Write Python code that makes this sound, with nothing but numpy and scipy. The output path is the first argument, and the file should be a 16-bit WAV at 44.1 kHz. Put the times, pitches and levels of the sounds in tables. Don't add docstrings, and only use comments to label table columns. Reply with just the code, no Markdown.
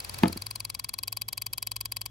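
import sys
import numpy as np
from scipy import signal
from scipy.fft import rfft, irfft, next_fast_len
from scipy.io import wavfile
from scipy.ndimage import uniform_filter1d

SR = 44100
rng = np.random.default_rng(int(sys.argv[2]) if len(sys.argv) > 2 else 0)


def persist_wave(psi):
    counts = np.round(np.clip(psi, -1, 1) * 32767).astype(np.int16)
    wavfile.write(sys.argv[1], SR, np.atleast_2d(counts).T)


N = 92610

# time_s, pitch_hz, level_db
HUM = [(0, 94, -59), (.08, 90.13, -54), (.36, 89.67, -47), (.46, 108.2, -50.5), (.68, 106.2, -51.5),
       (.78, 104.8, -73.5), (.85, 107, -49.5), (.91, 103.5, -69.5), (1, 104.6, -54), (1.12, 105, -50.5),
       (1.27, 109.6, -51), (1.33, 100.3, -64), (1.39, 109.9, -51), (1.49, 108.6, -51.5), (1.57, 108.6, -64),
       (1.69, 109.9, -50.5), (2.1, 107, -52.5)]
DRONE = [(0, 53.14, -55), (1.15, 55.17, -65.5), (1.7, 58.76, -58)]
# frequency_hz, gain_db
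RUMBLE_SPECTRUM = [(20, -22), (95, 4), (170, -6), (800, -22.5), (2000, -68)]
HISS_SPECTRUM = [(100, -6), (600, 0), (5500, -7), (8000, -13), (16000, -19)]
# time_s, level_db
RUMBLE_LEVEL = [(0, -58), (.26, -44), (.45, -56), (2.1, -58)]
HISS_LEVEL = [(0, -48.5), (.22, -45), (.4, -54), (.7, -60.5), (1.2, -66.5), (2.1, -66)]
CLICKS = [0.0022, 0.047, .095, 0.143, .187, 0.2341, .281, 0.328, 0.3738, 0.4208, 0.4662, 0.5101, 0.558,
          0.6033, 0.6502, .7, 0.7483, 0.796, 0.8446, .892, 0.939, 0.9872, 1.0339, 1.0792, 1.1263, 1.171,
          1.218, 1.286, 1.3299, 1.3776, 1.42, 1.4656, 1.5334, 1.5806, 1.6267, 1.6713, 1.7168, 1.764, 1.81,
          1.8563, 1.921, 1.9675, 2.015, 2.0606]
# time_s, gain_db
RELAY_GAIN = [(.25, -4), (.6, -1), (1.42, -0.5), (2.06, -0.63)]
# start_ms, level_db, t60_ms
CONTACTS = [(-.3, 0, 4.5), (1.1, -1, 4), (2.4, -12, 10)]
# centre_hz, half_width_hz, far_db, close_db
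CASE_MODES = [(678, 54, -9.5, -5.5), (1039, 111, 2.5, 2), (2293, 115, -2.5, -2), (2561, 91, -0.5, 2.0),
              (3060, 33, -12, -2), (3224, 110, -5.5, 0.5), (3856, 49, -4, -1.5), (4170, 76, 4.5, 1),
              (4685, 125, 9, 10.5), (5400, 105, -1.5, 0), (6220, 270, -11, -12), (7420, 71, -9, -4.0),
              (7990, 150, -12, -3), (8690, 114, -2, 2), (9380, 177, 4.5, 6.5), (9980, 116, 1.5, -14.5),
              (10790, 120, 4, 2), (11465, 190, -1.5, 3), (12135, 160, 2, 7.5), (15600, 191, -10, -8.5)]
# frequency_hz, gain_db
CASE_FLOOR = [(100, -23.5), (400, -24.5), (1700, -36), (7000, -18.5), (14000, -11.5), (16500, -34.5)]
# start_s, end_s
APPROACH = (1, 1.03)
# pitch_hz, level_db, t60_s
SPRING_MODES = [(3345, -57, .32), (1080, -54, .075), (695, -60, .06)]
# frequency_hz, gain_db
RATTLE_SPECTRUM = [(200, -21.5), (650, -19.5), (4500, -10.5), (9000, -11.5), (16000, -38)]
# start_s, boom_db, crack_db
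BUMPS = [(0.226, -29.5, -50), (0.2348, -5, -7), (0.2567, -17, -18), (0.272, -22.5, -30), (0.297, -27, -46),
         (0.325, -36, -54), (0.36, -28.5, -47)]
# pitch_hz, level_db, t60_s
PANEL_MODES = [(85.7, -10.5, 0.15), (141.3, -20, 0.15), (189.8, -0.5, 0.054), (235, 4, 0.033),
               (319, -5, 0.055), (508.2, -21, .12), (692, -18.5, 0.11), (738, -25.5, 0.064),
               (873, -7, 0.032), (1223, -23, 0.083), (1313, -17, 0.045), (1760, -20.5, 0.047),
               (2110, -20.5, 0.028)]
# frequency_hz, gain_db
CRACK_SPECTRUM = [(300, 1), (850, 18), (1400, 5.5), (3200, 2), (4600, -10.5), (12000, -35)]
# frequency_hz, gain_db
RIGHT_GAIN = [(300, 1.5), (1000, -17), (1700, 6), (3200, -10), (4800, -11.5), (6800, -0.5)]
# frequency_hz, lag_rad
RIGHT_LAG = [(260, 0), (700, 2.2), (3300, .4), (6700, 0), (9000, -3), (11000, -6.1), (15000, -12.5)]


def amp(db):
    return 10 ** (np.asarray(db) / 20)


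def along(points, hz):
    knots_hz, values = np.transpose(points)
    return np.interp(np.log(hz + 1), np.log(knots_hz + 1), values)


def curves(rows):
    time_s, *columns = np.transpose(rows)
    return [np.interp(np.arange(N) / SR, time_s, column) for column in columns]


def filtered(x, response):
    size = 2 * next_fast_len(N)
    return irfft(rfft(x, size) * response(np.fft.rfftfreq(size, 1 / SR)), size)[..., :N]


def causal(gain):
    cepstrum = irfft(np.log(np.maximum(gain, 1e-6)))
    half = len(cepstrum) // 2
    cepstrum[1:half] *= 2
    cepstrum[half + 1:] = 0
    return np.exp(rfft(cepstrum))


def decay(t, t60):
    return (t >= 0) * np.exp(-np.log(1000) * np.abs(t) / t60)


def ring(t, modes):
    return sum(amp(db) * decay(t, t60) * np.sin(2 * np.pi * hz * t) for hz, db, t60 in modes)


def add(track, start_s, sound):
    i = round(start_s * SR)
    part = sound[max(-i, 0):N - i]
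    track[max(i, 0):max(i, 0) + len(part)] += part


def hum(rows):
    hz, db = curves(rows)
    cycles = np.cumsum(hz) / SR + rng.random()
    return np.sqrt(2) * amp(db) * np.sin(2 * np.pi * cycles)


def cabin_noise(spectrum, levels, side_db):
    mid, side = filtered(rng.standard_normal((2, N)), lambda hz: amp(along(spectrum, hz)))
    stereo = np.array([mid + amp(side_db) * side, mid - amp(side_db) * side])
    level_db, = curves(levels)
    return amp(level_db) * stereo / np.sqrt(np.mean(stereo ** 2))


def contact_noise(envelope, passes):
    burst = envelope * rng.standard_normal(len(envelope))
    for _ in range(passes):
        burst = irfft(np.exp(1j * np.angle(rfft(burst))), len(envelope))
        burst *= envelope / np.sqrt(np.abs(uniform_filter1d(burst ** 2, size=32)) + 1e-16)
    return burst / np.linalg.norm(burst)


def armature(tick_lead_ms=4, tick_db=-11.5, variety=0.35):
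    t_ms = np.arange(-256, 1280) / SR * 1000
    tick = decay(t_ms + tick_lead_ms, t60=5)
    strike = np.sqrt(sum((amp(db) * decay(t_ms - ms, t60)) ** 2 for ms, db, t60 in CONTACTS))
    blows = np.zeros(N)
    for envelope, gain in ((tick, amp(tick_db)), (strike, 1)):
        envelope = envelope / np.linalg.norm(envelope)
        repeated = contact_noise(envelope, passes=40)
        for start_s in CLICKS:
            fresh = variety * envelope * rng.standard_normal(len(t_ms))
            add(blows, start_s + t_ms[0] / 1000, gain * (repeated + fresh))
    return blows


def case_response(hz, levels_db):
    power = amp(along(CASE_FLOOR, hz)) ** 2
    for (centre_hz, half_width_hz, *_), db in zip(CASE_MODES, levels_db):
        detuning = (hz - centre_hz) / half_width_hz
        power += (amp(db) / (1 + detuning ** 2)) ** 2
    return causal(np.sqrt(power))


def relay_case(blows):
    _, _, far_db, close_db = np.transpose(CASE_MODES)
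    closeness = np.interp(np.arange(N) / SR, APPROACH, (0, 1))
    far = filtered(blows * (1 - closeness), lambda hz: case_response(hz, far_db))
    close = filtered(blows * closeness, lambda hz: case_response(hz, close_db))
    return far + close


def spring():
    out = np.zeros(N)
    for start_s, gap_s in zip(CLICKS, np.diff(CLICKS, append=N / SR)):
        t = np.arange(round(gap_s * SR)) / SR
        add(out, start_s, ring(t, SPRING_MODES))
    return out


def fuse_box_rattle(t60_s=0.026):
    fade = decay(np.arange(SR // 10) / SR, t60_s)
    envelope = np.zeros(N)
    for start_s in CLICKS:
        add(envelope, start_s, fade / np.linalg.norm(fade))
    clatter = envelope * rng.standard_normal((2, N))
    return filtered(clatter, lambda hz: causal(amp(along(RATTLE_SPECTRUM, hz))))


def trim_bump(attack_s=0.002, crack_t60_s=0.006, scuff_t60_s=0.041, scuff_db=-14, cutoff_hz=155):
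    t = np.arange(SR // 4) / SR
    boom = -ring(t, PANEL_MODES) * (1 - np.exp(-t / attack_s))
    crack_fade = decay(t[:SR // 20], crack_t60_s)
    scuff_fade = decay(t[:SR // 20], scuff_t60_s)
    booms, cracks = np.zeros((2, N))
    for start_s, boom_db, crack_db in BUMPS:
        crack = np.linalg.norm(crack_fade) * contact_noise(crack_fade, passes=20)
        scuff = amp(scuff_db) * scuff_fade * rng.standard_normal(len(scuff_fade))
        add(booms, start_s, amp(boom_db) * boom)
        add(cracks, start_s, amp(crack_db) * (crack + scuff))
    booms = signal.sosfilt(signal.butter(2, cutoff_hz, "highpass", fs=SR, output="sos"), booms)
    return booms + filtered(cracks, lambda hz: causal(amp(along(CRACK_SPECTRUM, hz))))


def port_response(hz):
    right = amp(along(RIGHT_GAIN, hz)) * np.exp(-1j * along(RIGHT_LAG, hz))
    return np.array([np.ones_like(right), right]) / np.sqrt(1 + np.abs(right) ** 2) * np.sqrt(2)


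def scene():
    relay_db, = curves(RELAY_GAIN)
    relay = amp(relay_db) * (relay_case(armature()) + spring())
    direct = filtered(relay + trim_bump(), port_response)
    rattle = amp(relay_db) * fuse_box_rattle()
    tones = hum(HUM) + hum(DRONE)
    rumble = cabin_noise(RUMBLE_SPECTRUM, RUMBLE_LEVEL, side_db=-6.5)
    hiss = cabin_noise(HISS_SPECTRUM, HISS_LEVEL, side_db=0.5)
    return direct + rattle + tones + rumble + hiss


def record(dry):
    cutoff_hz = 16500
    return filtered(dry, lambda hz: 1 / np.sqrt(1 + (hz / cutoff_hz) ** 300))


dry = scene()
out = record(dry)
persist_wave(out)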